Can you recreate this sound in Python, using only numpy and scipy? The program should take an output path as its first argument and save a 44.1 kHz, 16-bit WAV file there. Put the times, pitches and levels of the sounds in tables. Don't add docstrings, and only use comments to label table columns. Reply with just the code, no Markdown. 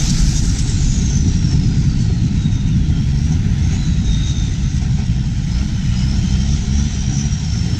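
import sys
import numpy as np
from scipy import signal
from scipy.fft import rfft, irfft, next_fast_len
from scipy.io import wavfile
from scipy.ndimage import uniform_filter1d, minimum_filter1d

SR = 44100
rng = np.random.default_rng(int(sys.argv[2]) if len(sys.argv) > 2 else 0)


def to_wav(s):
    ch = np.atleast_2d(s).T
    pcm = np.round(np.clip(ch, -1, 1) * 32767)
    wavfile.write(sys.argv[1], SR, pcm.astype(np.int16))


N = 343539
T = np.arange(N) / SR

# start_s, length_s, from_hz, to_hz, h1_db, h2_db, h3_db
PUSHES = [(2.031, 0.32, 53.67, 66, -37, -18.5, -23), (2.839, 0.19, 75.46, 86, -21.5, -21, -33),
          (3.099, 0.27, 66.63, 81.5, -17.5, -20, -27), (3.579, 0.19, 73, 89, -16, -24, -32),
          (5.093, 0.18, 60.1, 67, -24, -23, -30), (5.499, 0.16, 56.16, 69.6, -17.5, -23, -24),
          (5.929, 0.2135, 59.53, 69.7, -18, -20, -23), (6.311, 0.24, 60.03, 73, -15, -19, -22),
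          (6.683, 0.18, 65.75, 72.4, -14.5, -20.5, -21), (7.07, 0.2, 65.3, 72.5, -22, -20, -24),
          (7.465, 0.27, 54.35, 58, -31, -20.5, -23)]
PUSH_FADE_S = 0.031
# time_s, boom_db, bark_db
EXHAUST = [(0, -25.5, -18.5), (.7, -20.5, -20.5), (1.25, -15.5, -17.5), (1.6, -19.5, -18), (2.3, -20, -18),
           (3.0, -20, -17.5), (3.7, -18, -20), (4.2, -19.5, -18.5), (4.55, -21, -23.5), (4.9, -19.5, -18.5),
           (5.4, -24, -21), (6.2, -19, -20), (7.0, -20, -23), (7.79, -20, -18)]
# time_s, level_db
RASP = [(0.0, -30.5), (1.34, -33), (1.56, -28.5), (2.19, -33.5), (2.99, -30.5), (3.08, -36.5), (3.12, -37),
        (3.82, -33), (5.42, -39.5), (5.62, -34.5), (5.81, -38), (6.03, -34.5), (7.07, -40.5), (7.12, -29),
        (7.44, -46), (7.79, -29)]
# start_s, level_db
BLATS = [(1.247, -8), (1.532, -6.5), (1.65, -12), (1.687, -18), (2.239, -9), (3.253, -16), (3.289, -10.5),
         (5.176, -17.5), (5.859, -19), (6.236, -8)]
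# frequency_hz, level_db
RUMBLE_COLOUR = [(6, -33.5), (15, -16.5), (30, 3.5), (70, 2.5), (150, -2.5), (210, -8), (255, -13),
                 (310, -19), (345, -27.5), (400, -43.5), (450, -37.5), (560, -50), (800, -70), (1500, -100)]

# time_s, pitch_hz, level_db
RUNDOWN = [(.55, 8400, -44), (.7, 7750, -38), (.8, 7260, -39), (.93, 6850, -35), (1.07, 6380, -33),
           (1.17, 6140, -30), (1.26, 5880, -40.5), (1.5, 5490, -37), (1.72, 4980, -45), (1.999, 4494, -46),
           (2.359, 3900, -51), (2.42, 3810, -41), (2.55, 3720, -48.5), (2.72, 3690, -51),
           (2.831, 3305, -54), (2.97, 3190, -45)]
# start_s, length_s, from_hz, to_hz, upper_db, lower_db, hiss_share
SURGES = [(2.97, 0.09, 5390, 5620, -47.5, -51.5, 0.1), (3.181, .155, 5480, 6000, -41, -59, 0.3),
          (3.579, .19, 5880, 6900, -44, -53, 0.91), (3.79, .04, 6765, 6800, -48, -42, 0.57),
          (4.07, 0.083, 6340, 6245, -46, -39.5, .5), (4.226, 0.068, 6320, 6350, -40.5, -39, 0.63),
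          (5.531, 0.0797, 5146, 5380, -44, -62, .8), (5.97, .17, 5060, 5430, -39, -62, .8),
          (6.33, .21, 5310, 5850, -38, -62, 1), (6.718, 0.13, 5600, 5960, -36, -49, .9),
          (7.059, 0.15, 5745, 5900, -37, -61, .3), (7.5, 0.087, 5450, 5400, -37.5, -60, 0.37)]
# time_s, pitch_hz
COAST_ENDS = [(2.4, 6570), (7.79, 5357)]
# time_s, level_db
COAST = [(2.4, -55), (2.85, -59), (3.1, -52), (3.4, -52), (3.8, -53), (3.97, -48), (4.2, -47),
         (4.38, -41.5), (4.55, -46.5), (4.9, -50.5), (5.2, -49), (5.45, -62), (5.8, -51), (6.25, -51),
         (6.65, -47), (7.0, -40), (7.27, -39.5), (7.35, -35.5), (7.43, -42), (7.79, -41)]
# centre_hz, width_hz, gain_db
DUCT = [(3640, 110, 3), (6440, 140, -2)]
# time_s, centre_hz, level_db, length_s
PUFFS = [(3.328, 6000, -37, 0.022), (3.74, 6300, -36, .035), (3.87, 6200, -39, 0.045),
         (4.13, 5900, -37, 0.044), (4.292, 6300, -34, 0.046), (5.589, 5600, -40, 0.038),
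         (5.852, 6200, -44, 0.056), (6.121, 5700, -44, .04), (6.331, 6100, -40, .05),
         (6.511, 5900, -35.5, .05), (6.8, 5950, -37, 0.067), (7.195, 5830, -29.5, 0.049),
         (7.55, 5800, -35, 0.052)]
# time_s, pitch_hz, level_db
HOOT = [(5.0, 3186, -52), (5.5, 3076, -58), (5.75, 3056, -49), (6.001, 2950, -44.5), (6.12, 3096, -52),
        (6.328, 3140, -41.5), (6.6, 3096, -52), (6.901, 3088, -47), (7.4, 3156, -48.5), (7.79, 3140, -48)]

# time_s, level_db
GUSH = [(0, -39), (0.199, -27), (.33, -31), (.5, -29.5), (.65, -43), (.9, -39), (1.3, -66), (2, -86)]
# time_s, level_db, length_s
SPITS = [(0.102, -16, 0.013), (0.38, -21, 0.036), (.467, -37, .012), (.595, -20.5, 0.014),
         (1.505, -39, .025), (2.011, -38, 0.034), (4.77, -38, 0.037)]
# frequency_hz, level_db
GUSH_COLOUR = [(1000, -40), (1650, -6), (2200, -23.5), (3200, -12.5), (4200, -5), (5800, 3.5), (7200, -1.5),
               (8300, -9.5), (9000, -22), (10400, -22.5), (11000, -33), (13300, -31.5), (14500, -44)]
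# time_s, level_db
INTAKE = [(0.0, -25), (0.48, -30.5), (1.08, -34), (2.13, -40.5), (2.93, -43.5), (3.32, -40), (3.41, -44),
          (3.75, -38), (3.84, -40.5), (4.32, -37.5), (5.19, -42), (6.44, -36), (7.1, -36), (7.79, -37)]
# frequency_hz, level_db
INTAKE_COLOUR = [(1000, -20), (3000, -11.5), (3900, -3.5), (4600, -7.5), (5400, -2), (6250, -1),
                 (6900, -6.5), (7700, -12), (8300, -16.5), (8700, -35.5), (10500, -34.5), (12000, -58)]

# centre_hz, width_hz, level_db
LOW_MODES = [(390.3, 40, 4), (481, 31, -12.5)]
# centre_hz, width_hz, level_db
BOXY_MODES = [(738, 23, 0.5), (740, 50, -19.5), (887, 28, -8)]
# time_s, low_db, boxy_db
STEADY_KNOCK = [(0, -49, -50), (1.2, -41.5, -51.5), (2.6, -49, -55), (3.4, -46.5, -51.5), (4.6, -50, -53.5),
                (5.4, -52, -54), (5.95, -54, -55.5), (6.2, -47, -49), (7.2, -47, -49.5),
                (7.45, -48.5, -49.5), (7.79, -48, -56)]
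# time_s, low_db, boxy_db
KNOCK_BOUTS = [(0.0, -53, -48), (.35, -44, -50), (.56, -44, -52), (1.0, -43, -58), (1.52, -43, -46),
               (1.74, -41, -51), (2.1, -38, -62), (3.5, -41, -64), (3.73, -40.5, -41.5), (4.06, -43, -52),
               (4.35, -45, -55), (4.84, -47, -47), (5.01, -42, -41), (6.12, -44, -51), (6.351, -42, -48),
               (6.639, -39.5, -66), (6.79, -40, -46), (6.95, -45, -50), (7.119, -46, -54), (7.7, -36, -50)]
# time_s, level_db
WASH = [(0.0, -37.5), (0.56, -41), (2.8, -43.5), (3.69, -41), (5.47, -44), (5.6, -39), (5.64, -42),
        (5.99, -40), (7.66, -42), (7.79, -39)]
# frequency_hz, level_db
CLATTER_COLOUR = [(300, -25.5), (410, -13.5), (480, 2), (570, 6), (660, 4.5), (740, -14), (810, -1),
                  (920, -4), (1050, -0.5), (1300, -2.5), (1550, 1.5), (1750, 3), (2700, 1.5), (4300, -2.5),
                  (8000, -24)]

# time_s, level_db
WIND = [(0, -16.5), (.9, -21), (1.6, -21), (2.6, -22.5), (4.3, -25), (5.2, -25.5), (6.2, -24.5),
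        (7.79, -31)]
# time_s, level_db, length_s
GUSTS = [(.21, -15.5, 0.095), (.37, -11.5, 0.045), (.87, -14, 0.079), (1.36, -13, 0.043),
         (4.08, -12.5, 0.051), (4.41, -23, 0.056), (6.63, -11.5, 0.04)]
# time_s, level_db
SPRAY = [(0, -48), (.3, -52), (.8, -67), (1.6, -74.5), (2.8, -71.5), (3.25, -65), (3.75, -64.5),
         (4.0, -68.5), (5.1, -72), (5.55, -65.5), (5.9, -65), (6.1, -63), (6.35, -67), (6.701, -71),
         (7.2, -71), (7.79, -62)]
# frequency_hz, level_db
SPRAY_COLOUR = [(4000, -19.5), (8500, 3), (10400, -8), (11000, -5.5), (13000, -7), (14500, -17),
                (16000, -35.5)]


def firing_turns(jitter=0.013, hunt=0.0563):
    hz = curves(ramps(PUSHES))[0]
    hunting = 1 + hunt * (1 - load()) * drift(5.94)
    return np.cumsum(hz * hunting * (1 + jitter * drift(33))) / SR


def load():
    return np.minimum(sum(gate(s, s + length, PUSH_FADE_S) for s, length, *_ in PUSHES), 1)


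def exhaust_drone(turns, trim_db=-2.5, fourth_db=-16, waver_db=3.0):
    levels = sum(amp(dbs)[:, None] * gate(s, s + length, PUSH_FADE_S) for s, length, _, _, *dbs in PUSHES)
    levels = [*levels, levels[2] * amp(fourth_db)]
    return [-np.sqrt(2) * level * amp(trim_db + waver_db * drift(26)) * np.cos(2 * np.pi * k * turns)
            for k, level in enumerate(levels, 1)]


def exhaust_rumble(harmonics, bark_db=0.53, lurch_db=1.5, floor=0.48, lift_after_s=0.048, lift_s=0.073):
    dip_db = swells([(s + length + lift_after_s, 0, lift_s) for s, length, *_ in PUSHES])
    boom, bark = amp(curves(EXHAUST) - dip_db)
    bands = [(boom, harmonics[0], 54, 108), (amp(bark_db) * bark, sum(harmonics[1:]), 112, 232)]
    out = 0
    for level, tone, lo_hz, hi_hz in bands:
        drone_power = uniform_filter1d(tone ** 2, size=2000)
        ragged = np.sqrt(np.maximum(level ** 2 - drone_power, (floor * level) ** 2))
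        out += ragged * amp(lurch_db * drift(11)) * low_noise(lo_hz, hi_hz, steady_s=0.13)
    return out + amp(curves(RASP)[0]) * low_noise(258.4, 1500, steady_s=0.097)


def exhaust_blats(trim_db=-5.5, rise_s=0.01):
    ages = [(np.maximum(T - s, 0) / rise_s, db) for s, db in BLATS]
    level = sum(amp(db + trim_db) * age * np.exp(1 - age) for age, db in ages)
    return level * low_noise(127, 400, steady_s=0.016)


def turbo_rundown(turns, hiss_db=2.5, flicker_db=2.0, hiss_ratio=0.94):
    hz, db = curves(RUNDOWN)
    hiss_share = np.clip(amp(curves(GUSH)[0] + 35.5), 0, 0.75)
    clean = whistle(hz, turns, tone_db=-1.5, fuzz_db=-2.5, width_hz=68, flutter_db=0.5)
    hiss = amp(hiss_db) * skirt(hiss_ratio * hz, width_hz=430)
    level = amp(db + flicker_db * drift(24)) * gate(RUNDOWN[0][0], RUNDOWN[-1][0], fade_s=0.042)
    return level * blend(clean, hiss, hiss_share)


def turbo_boost(turns, flicker_db=2.0, pitch_ratio=1.692):
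    hz = rotor_pitch()
    upper_gain, lower_gain, hiss_share = surge_levels()
    clean = whistle(hz, turns, tone_db=0, fuzz_db=-2.5, width_hz=78, flutter_db=1.0)
    hiss = gulps(turns) * skirt(hz, width_hz=175)
    upper = amp(flicker_db * drift(7.1)) * blend(clean, hiss, hiss_share)
    lower = whistle(hz / pitch_ratio, turns, tone_db=2.0, fuzz_db=-2.0, width_hz=130, flutter_db=1.0)
    return upper_gain * upper + lower_gain * lower


def rotor_pitch(spin_bend=1.15, coast_bend=0.86):
    times, pitches = np.transpose([COAST_ENDS[0], *ramps(SURGES), COAST_ENDS[1]])
    legs = np.arange(len(times))
    leg, progress = np.divmod(np.interp(T, times, legs), 1)
    bend = np.where(leg % 2, spin_bend, coast_bend)
    return np.interp(leg + progress ** bend, legs, pitches)


def surge_levels(attack_s=0.03, upper_db_per_s=221, lower_db_per_s=48, coast_lower_db=-58.5):
    coasting = gate(COAST_ENDS[0][0], COAST_ENDS[1][0], fade_s=0.05)
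    gains = amp([curves(COAST)[0], np.full(N, coast_lower_db)]) * coasting
    hiss_share = 0.06
    for s, length, _, _, upper_db, lower_db, share in SURGES:
        attack = np.clip((T - s) / attack_s + 1, 0, 1)
        after_s = np.maximum(T - s - length, 0)
        faded = amp([upper_db - upper_db_per_s * after_s, lower_db - lower_db_per_s * after_s])
        gains = np.maximum(gains, attack * faded)
        hiss_share = np.maximum(hiss_share, share * gate(s + attack_s, s + length, fade_s=0.049))
    return *gains, hiss_share


def whistle(hz, turns, tone_db, fuzz_db, width_hz, flutter_db):
    angle = 2 * np.pi * np.cumsum(hz * (1 + 0.002 * drift(90))) / SR
    tone = np.sqrt(2) * np.cos(angle) * unit(amp(flutter_db * drift(32)))
    duct = amp(sum(db * np.exp(-((hz - centre) / width) ** 2) for centre, width, db in DUCT))
    return duct * gulps(turns) * (amp(tone_db) * tone + amp(fuzz_db) * skirt(hz, width_hz))


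def gulps(turns, depth=0.32):
    return unit(np.exp(depth * np.cos(2 * np.pi * turns)))


def compressor_puffs(turns):
    level = swells([(s, db, length) for s, _, db, length in PUFFS])
    return level * gulps(turns) * skirt(curves(PUFFS)[0], width_hz=410)


def intake_hoot(turns):
    hz, db = curves(HOOT)
    level = amp(db) * gate(HOOT[0][0], HOOT[-1][0], fade_s=0.05)
    return level * whistle(hz, turns, tone_db=-15, fuzz_db=1, width_hz=70, flutter_db=7.0)


def turbo_air(turns, spit_db=-3, floor=0.42):
    intake, gush = amp(curves(INTAKE)[0]), amp(curves(GUSH)[0])
    rush = np.sqrt(np.maximum(intake ** 2 - gush ** 2, (floor * intake) ** 2))
    outflow = np.hypot(gush, amp(spit_db) * swells(SPITS))
    hiss = outflow * patchy(colour(noise(), GUSH_COLOUR), patch_db=3.5)
    hiss += rush * patchy(colour(noise(), INTAKE_COLOUR), patch_db=2.5)
    return hiss * throb(turns, depth=0.093, flutter_db=1.1)


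def hull_knock(turns, low_db=-1, boxy_db=0.5, load_db=2, uneven_db=1.5):
    blows = noise() * throb(turns, depth=0.3, flutter_db=3.0)
    steady_db = curves(STEADY_KNOCK) + load_db * load()
    groups = zip([LOW_MODES, BOXY_MODES], steady_db, bouts(), [low_db, boxy_db])
    out = 0
    for modes, level_db, bout, trim_db in groups:
        rings = sum(amp(db) * unit(band(blows, hz - width / 2, hz + width / 2, order=20))
                    for hz, width, db in modes)
        level = np.hypot(amp(level_db + uneven_db * drift(5.5)), bout)
        out += amp(trim_db) * level * steadied(rings, seconds=0.25)
    return out


def bouts(length_s=0.058):
    low = swells([(s, db, length_s) for s, db, _ in KNOCK_BOUTS])
    boxy = swells([(s, db, length_s) for s, _, db in KNOCK_BOUTS])
    return low, boxy


def clatter(turns, trim_db=2, notch_hz=566, load_db=-0.16, bout_db=3):
    wash = patchy(noise(), patch_db=2) * throb(turns, depth=0.038, flutter_db=0.63)
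    delay_s = (1 + 0.012 * drift(4)) / notch_hz
    echo = 0.85 * np.interp(T - delay_s, T, band(wash, 20, 1500, order=6))
    steady = amp(curves(WASH)[0] + trim_db + load_db * load())
    level = np.hypot(steady, amp(bout_db) * bouts()[1])
    return level * unit(band(colour(wash - echo, CLATTER_COLOUR), 200, 7500))


def throb(turns, depth, flutter_db):
    beat = np.cos(2 * np.pi * turns) + np.cos(4 * np.pi * turns)
    return unit(np.exp(depth * beat) * amp(flutter_db * drift(17)))


def bow_wind():
    level = np.hypot(amp(curves(WIND)[0]), swells(GUSTS))
    return level * low_noise(5.8, 55, steady_s=0.22)


def spray(turns, trim_db=3.0):
    level = amp(curves(SPRAY)[0] + trim_db) * throb(turns, depth=0.1, flutter_db=1.0)
    return level * unit(colour(noise(), SPRAY_COLOUR))


def low_noise(lo_hz, hi_hz, steady_s):
    return steadied(band(colour(noise(), RUMBLE_COLOUR), lo_hz, hi_hz), steady_s)


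def skirt(hz, width_hz):
    angle = 2 * np.pi * np.cumsum(hz) / SR
    return drift(width_hz) * np.cos(angle) + drift(width_hz) * np.sin(angle)


def patchy(x, patch_db):
    spectra = signal.stft(x, nperseg=1024, noverlap=768)[2]
    patches = uniform_filter1d(rng.standard_normal(spectra.shape), size=3, axis=0)
    patches = unit(uniform_filter1d(patches, size=8, axis=1))
    return unit(signal.istft(spectra * amp(patch_db * patches), nperseg=1024, noverlap=768)[1][:N])


def noise():
    return rng.standard_normal(N)


def drift(rate_hz):
    return unit(band(noise(), rate_hz / 20, rate_hz, order=2))


def steadied(x, seconds):
    size = int(seconds * SR)
    return x / np.sqrt(uniform_filter1d(uniform_filter1d(x ** 2, size), size) + 1e-12)


def colour(x, points):
    size = next_fast_len(N)
    hz, db = np.transpose(points)
    f = np.fft.rfftfreq(size, 1 / SR)
    return irfft(rfft(x, size) * amp(np.interp(np.log(f + 1), np.log(hz), db)), size)[:N]


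def band(x, lo_hz, hi_hz, order=8):
    size = next_fast_len(N)
    f = np.fft.rfftfreq(size, 1 / SR) + 0.01
    loss = np.sqrt((1 + (lo_hz / f) ** (2 * order)) * (1 + (f / hi_hz) ** (2 * order)))
    return irfft(rfft(x, size) / loss, size)[:N]


def blend(clean, hiss, share):
    return np.sqrt(1 - share) * clean + np.sqrt(share) * hiss


def ramps(rows):
    return [point for s, length, from_hz, to_hz, *_ in rows
            for point in [(s, from_hz), (s + length, to_hz)]]


def curves(rows):
    s, *columns = np.transpose(rows)
    return [np.interp(T, s, column) for column in columns]


def swells(rows):
    return sum(amp(db) * np.exp(-2 * ((T - s) / length) ** 2) for s, db, length in rows)


def gate(start_s, end_s, fade_s):
    return np.clip(np.minimum(T - start_s, end_s - T) / fade_s + 1, 0, 1)


def amp(db):
    return 10 ** (np.asarray(db) / 20)


def unit(x):
    return x / np.sqrt(np.mean(x ** 2) + 1e-20)


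def scene():
    turns = firing_turns()
    harmonics = exhaust_drone(turns)
    wind = bow_wind()
    exhaust = sum(harmonics) + exhaust_rumble(harmonics) + exhaust_blats()
    hull = hull_knock(turns) + clatter(turns)
    hiss = turbo_air(turns) + spray(turns)
    turbo = turbo_rundown(turns) + turbo_boost(turns) + compressor_puffs(turns) + intake_hoot(turns)
    return (exhaust + turbo + hull + hiss + wind)[None]


def record(dry, ceiling=0.59, cutoff_hz=15600):
    gain = np.minimum(1, ceiling / (abs(dry[0]) + 1e-9))
    gain = uniform_filter1d(minimum_filter1d(gain, size=700), size=700)
    low_pass = signal.firwin(511, cutoff_hz, window=("kaiser", 9), fs=SR)
    return signal.oaconvolve(dry * gain, low_pass[None], "same")


dry = scene()
out = record(dry)
to_wav(out)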